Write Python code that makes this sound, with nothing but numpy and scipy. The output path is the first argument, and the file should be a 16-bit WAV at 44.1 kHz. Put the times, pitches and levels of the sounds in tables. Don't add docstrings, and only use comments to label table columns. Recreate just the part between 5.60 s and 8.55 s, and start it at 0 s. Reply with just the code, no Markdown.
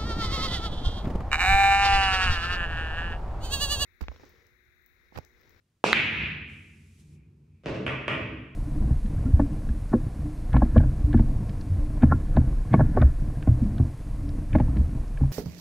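import sys
import numpy as np
from scipy import signal
from scipy.fft import rfft, irfft, next_fast_len
from scipy.io import wavfile
from scipy.ndimage import uniform_filter1d, minimum_filter1d

SR = 44100
rng = np.random.default_rng(int(sys.argv[2]) if len(sys.argv) > 2 else 0)


def dump_mix(stems):
    frames = np.atleast_2d(stems).T
    limited = np.clip(frames, -1, 1)
    pcm = np.round(limited * 32767).astype(np.int16)
    wavfile.write(sys.argv[1], SR, pcm)


N = 130095

# frequency in Hz, seconds to fall 60 dB.
HALL_DECAY = [(60, 0.46), (250, 1.027), (800, 0.87), (2400, 1.037), (4000, 0.88), (7000, .65),
              (12000, 0.21)]
# frequency in Hz, left-right likeness (1 is mono).
STEREO_LIKENESS = [(100, 1), (300, 0.97), (600, 0.51), (1200, 0.35), (2400, 0.6), (5000, .55), (12000, .1)]
# frequency in Hz, relative level in dB.
AIR_EQ = [(25, -11.5), (70, 1.5), (150, 0.5), (400, -14.5), (700, -22), (1300, -22), (2500, -24.5),
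          (9000, -30), (15000, -38)]
GLOVE_EQ = [(600, -16.5), (2500, -0.5), (4500, -2.5), (7500, 0), (10000, -2.5), (12500, -8.5), (14000, -25)]
SLATE_EQ = [(30, -34.5), (55, -16), (68, 5), (78, -5.5), (91, 3.5), (112, -13.5), (136, -5.5), (150, 4),
            (170, -11), (215, -7), (260, -17), (400, -21.5), (600, -43.5), (900, -41.5), (2000, -51.5),
            (6000, -91)]
# time in seconds, level in dB.
SLIDE_FADER = [(0.82, -100), (0.9, -70), (1.15, -71.5), (1.37, -70), (1.405, -65), (1.44, -72),
               (1.55, -72.5), (1.64, -100)]
ROLL_FADER = [(0.24, -72), (0.36, -39), (0.68, -39), (0.95, -48), (1.34, -56.5), (1.53, -50.5), (1.72, -54),
              (2.03, -58), (2.2, -63)]
WHIRR_FADER = [(1.4, -87), (1.59, -73), (1.68, -79), (1.76, -89), (1.9, -86), (1.97, -79), (2.05, -84),
               (2.15, -87)]
RETURN_FADER = [(2.05, -61), (2.08, -36.5), (2.33, -32.5), (2.45, -43), (2.56, -31), (2.78, -40.5),
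                (3.0, -53)]
# centre in Hz, width in Hz, relative level in dB.
CABINET_MODES = [(66, 5, 0), (91, 7, -6), (107, 7, -1), (135, 7, 2), (192, 14, -7), (254, 10, -1),
                 (316, 22, -6), (433, 22, -10), (583, 30, -16)]
# centre in Hz, boost in dB.
CASING_MODES = [(583, 8), (645, 6), (930, 5), (1060, 6), (1185, 8), (1480, 5), (1884, 7), (1933, 6),
                (2342, 6), (2419, 5), (2581, 6), (2850, 6), (3230, 6)]
# pitch in Hz, typical level in dB, seconds to fall 60 dB.
SHAFT_MODES = [(856, -28.5, 0.14), (1633, -23.5, 0.058), (2260, -37, .12), (2920, -51, .12)]

# start in seconds, direct peak before panning in dB, hall send in dB.
POCKET_HITS = [(2.036, -55, -50), (2.059, -24, -31.5), (2.085, -29.5, -34.5), (2.145, -50, -36.5)]
CLACK_HITS = [(2.265, -19, -29), (2.279, -19, -52), (2.4804, -15, -27.5), (2.4892, -23, -40),
              (2.522, -32, -40)]
CUSHION_HITS = [(0.365, -30, -30), (0.525, -25.5, -36), (0.81, -39, -49.5), (1.39, -51, -60)]
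CUE_HITS = [(0.2403, -5.5, -23)]
CRACK_HITS = [(0.3297, 5.5, -12)]
# frequency in Hz, relative level in dB.
LINER_EQ = [(30, -18), (76, -40), (128, 4.5), (220, -10.5), (420, -5), (640, -8), (760, -18), (2100, -22.5),
            (2630, -19), (3400, -28.5), (5720, -38.5), (9600, -53.5), (14000, -118)]
CLACK_EQ = [(100, -12), (280, -3.5), (600, -0.5), (750, -7.5), (1150, -3.5), (1500, -5), (1900, -3.5),
            (2150, -2.5), (2450, 0), (3200, -8), (4000, -27), (5000, -29.5), (7000, -37.5), (11000, -40.5),
            (14000, -54)]
CUSHION_EQ = [(30, -48.5), (65, -8), (100, 4), (160, -4), (300, -10), (600, -31), (2000, -61), (8000, -93)]
CUE_EQ = [(40, -41), (100, -20.5), (200, -6), (430, -1), (850, 1.5), (1200, -4), (1600, -18), (2700, -22.5),
          (5000, -40.5), (11000, -44), (15000, -73.5)]
CUE_HALL_EQ = [(50, -23.5), (130, -2.5), (250, -4.5), (430, 1), (700, -5.5), (1300, -7.5), (1850, -14),
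               (2590, -3), (2950, -10.5), (7160, -23.5), (11600, -35), (15000, -74)]
CRACK_EQ = [(100, -23.5), (600, -22), (1300, -6), (2100, -1.5), (2700, -16), (3400, -20), (4000, -9),
            (4400, -18), (5500, -41.5), (8000, -37.5), (12300, -57), (13500, -33), (14500, -30),
            (16000, -55)]
CRACK_HALL_EQ = [(60, -24.5), (130, -8.5), (330, -11.5), (520, -21), (1150, -17), (1700, -8), (2450, -0.5),
                 (3300, -12.5), (5260, -34.5), (9000, -46), (11400, -47.5), (12500, -68.5), (15000, -76)]

FLUTTER_S, FLUTTER_SHARE = 0.00934, 0.3
LEFT_LAG_S = 0.00003
CEILING_DB, HOLD_S, RELEASE_S = -1, 0.18, 0.13
TOP_HZ = 15700


def amp(db):
    return 10 ** (np.asarray(db) / 20)


def curve_at(points, hz):
    knots_hz, values = np.transpose(points)
    return np.interp(np.log(hz + 1), np.log(knots_hz + 1), values)


def eq(points):
    return lambda hz: amp(curve_at(points, hz))


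def fader(rows):
    return amp(np.interp(np.arange(N) / SR, *np.transpose(rows), left=-np.inf, right=-np.inf))


def add(track, start_s, sound):
    i = round(start_s * SR)
    track[:, i:i + sound.shape[-1]] += sound[..., :N - i]


def filtered(sound, response):
    size = next_fast_len(N + SR // 2)
    hz = np.fft.rfftfreq(size, 1 / SR)
    return irfft(rfft(sound, size) * response(hz), size)[..., :N]


def diffuse(response):
    def mid_side(hz):
        spread = np.arccos(np.clip(curve_at(STEREO_LIKENESS, hz), -1, 1)) / 2
        return response(hz) * np.array([np.cos(spread), np.sin(spread)])
    mid, side = filtered(rng.standard_normal((2, N)), mid_side)
    noise = np.array([mid + side, mid - side])
    return noise / np.sqrt(np.mean(noise ** 2) + 1e-20)


def room_tone():
    return amp(-74) * diffuse(eq(AIR_EQ))


def hall(response, build_s, early_db, early_s):
    flutter = lambda hz: 1 / (1 - FLUTTER_SHARE * np.exp(-2j * np.pi * hz * FLUTTER_S))
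    wash = diffuse(lambda hz: response(hz) * flutter(hz))
    hz, frame_s, bands = signal.stft(wash, SR, nperseg=512)
    decay = amp(-60 * frame_s / curve_at(HALL_DECAY, hz)[:, None])
    tail = signal.istft(bands * decay, SR, nperseg=512)[1][:, :N]
    t = np.arange(N) / SR
    swell = 1 - np.exp(-(t / build_s) ** 2)
    early = amp(early_db) * np.exp(-t / early_s)
    return tail * (swell + early)


def glove_slide():
    return fader(SLIDE_FADER) * diffuse(eq(GLOVE_EQ))


def slate_roll():
    rumble = diffuse(eq(SLATE_EQ))
    whirr = diffuse(lambda hz: 1 / (1 + ((hz - 2400) / 260) ** 2))
    return fader(ROLL_FADER) * rumble + fader(WHIRR_FADER) * whirr


def ball_return(muffle_hz=750):
    def cabinet(hz):
        modes = sum((-1) ** k * amp(db) * 1j * hz * width / (centre ** 2 - hz ** 2 + 1j * hz * width)
                    for k, (centre, width, db) in enumerate(CABINET_MODES))
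        return modes / (1 + (hz / muffle_hz) ** 4)
    return fader(RETURN_FADER) * diffuse(cabinet)


def transient(tone, spread_hz=1700, phase_turns=4, size=4096):
    hz = np.fft.rfftfreq(size, 1 / SR)
    cepstrum = irfft(np.log(eq(tone)(hz)))
    cepstrum[1:size // 2] *= 2
    cepstrum[size // 2 + 1:] = 0
    smear = phase_turns * np.arctan(hz / spread_hz) / np.arctan(hz[-1] / spread_hz)
    click = irfft(np.exp(rfft(cepstrum) - 2j * np.pi * smear))
    return click[:size // 2] / np.abs(click).max()


def impacts(hits, tone, hall_response, pan_db, hall_pan_db, **hall_shape):
    direct, reverb = np.zeros((2, 2, N))
    click = transient(tone)
    for start_s, peak_db, send_db in hits:
        add(direct, start_s, amp(peak_db) * click)
        add(reverb, start_s, amp(send_db) * hall(hall_response, **hall_shape))
    sides = np.array([[0.5], [-0.5]])
    direct = filtered(direct, lambda hz: np.exp(-2j * np.pi * hz * LEFT_LAG_S * sides))
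    return direct * amp(pan_db * sides) + reverb * amp(hall_pan_db * sides)


def cushion_bumps():
    return impacts(CUSHION_HITS, CUSHION_EQ, eq(CUSHION_EQ), pan_db=-1.5, hall_pan_db=-3.5,
                   build_s=0.06, early_db=-9.5, early_s=0.03)


def pocket_drop(mode_width_hz=22, lowpass_hz=12000):
    def casing(hz):
        boost = sum((amp(db) - 1) / (1 + (2 * (hz - centre) / mode_width_hz) ** 2)
                    for centre, db in CASING_MODES)
        return eq(CLACK_EQ)(hz) * (1 + boost)
    rattle = impacts(POCKET_HITS, LINER_EQ, eq(LINER_EQ), pan_db=0.5, hall_pan_db=-1,
                     build_s=0.0069, early_db=-1.5, early_s=0.012)
    clacks = impacts(CLACK_HITS, CLACK_EQ, casing, pan_db=0, hall_pan_db=-0.7,
                     build_s=0.018, early_db=2.5, early_s=0.012)
    return filtered(rattle + clacks, lambda hz: 1 / (1 + (hz / lowpass_hz) ** 16))


def shaft_ring(attack_s=0.002):
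    t = np.arange(SR) / SR
    ring = np.zeros((2, SR))
    for hz, db, decay_s in SHAFT_MODES:
        envelope = amp(db + rng.normal(0, 0.72, (2, 1)) - 60 * t / decay_s)
        phase = rng.uniform(0, 2 * np.pi) + rng.normal(0, 0.84, (2, 1))
        ring += envelope * np.sin(2 * np.pi * hz * t + phase)
    return ring * (1 - np.exp(-t / attack_s))


def cue_strike():
    knock = impacts(CUE_HITS, CUE_EQ, eq(CUE_HALL_EQ), pan_db=-2, hall_pan_db=-2,
                    build_s=0.02, early_db=-3, early_s=0.012)
    add(knock, CUE_HITS[0][0], shaft_ring())
    return knock


def ball_crack():
    return impacts(CRACK_HITS, CRACK_EQ, eq(CRACK_HALL_EQ), pan_db=-2.5, hall_pan_db=-0.5,
                   build_s=0.028, early_db=-1, early_s=0.017)


def scene():
    hits = cue_strike() + ball_crack() + cushion_bumps() + pocket_drop()
    return hits + slate_roll() + ball_return() + glove_slide() + room_tone()


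def record(dry):
    peak_db = 20 * np.log10(np.abs(dry).max(axis=0) + 1e-9)
    duck_db = np.minimum(0, CEILING_DB - peak_db)
    hold, release = int(HOLD_S * SR) | 1, int(RELEASE_S * SR) | 1
    held_db = minimum_filter1d(duck_db, hold, origin=hold // 2)
    gain_db = np.minimum(held_db, uniform_filter1d(held_db, release, origin=release // 2))
    gain_db = uniform_filter1d(minimum_filter1d(gain_db, size=89), size=89)
    return filtered(dry * amp(gain_db), lambda hz: hz < TOP_HZ)


dry = scene()
out = record(dry)
dump_mix(out)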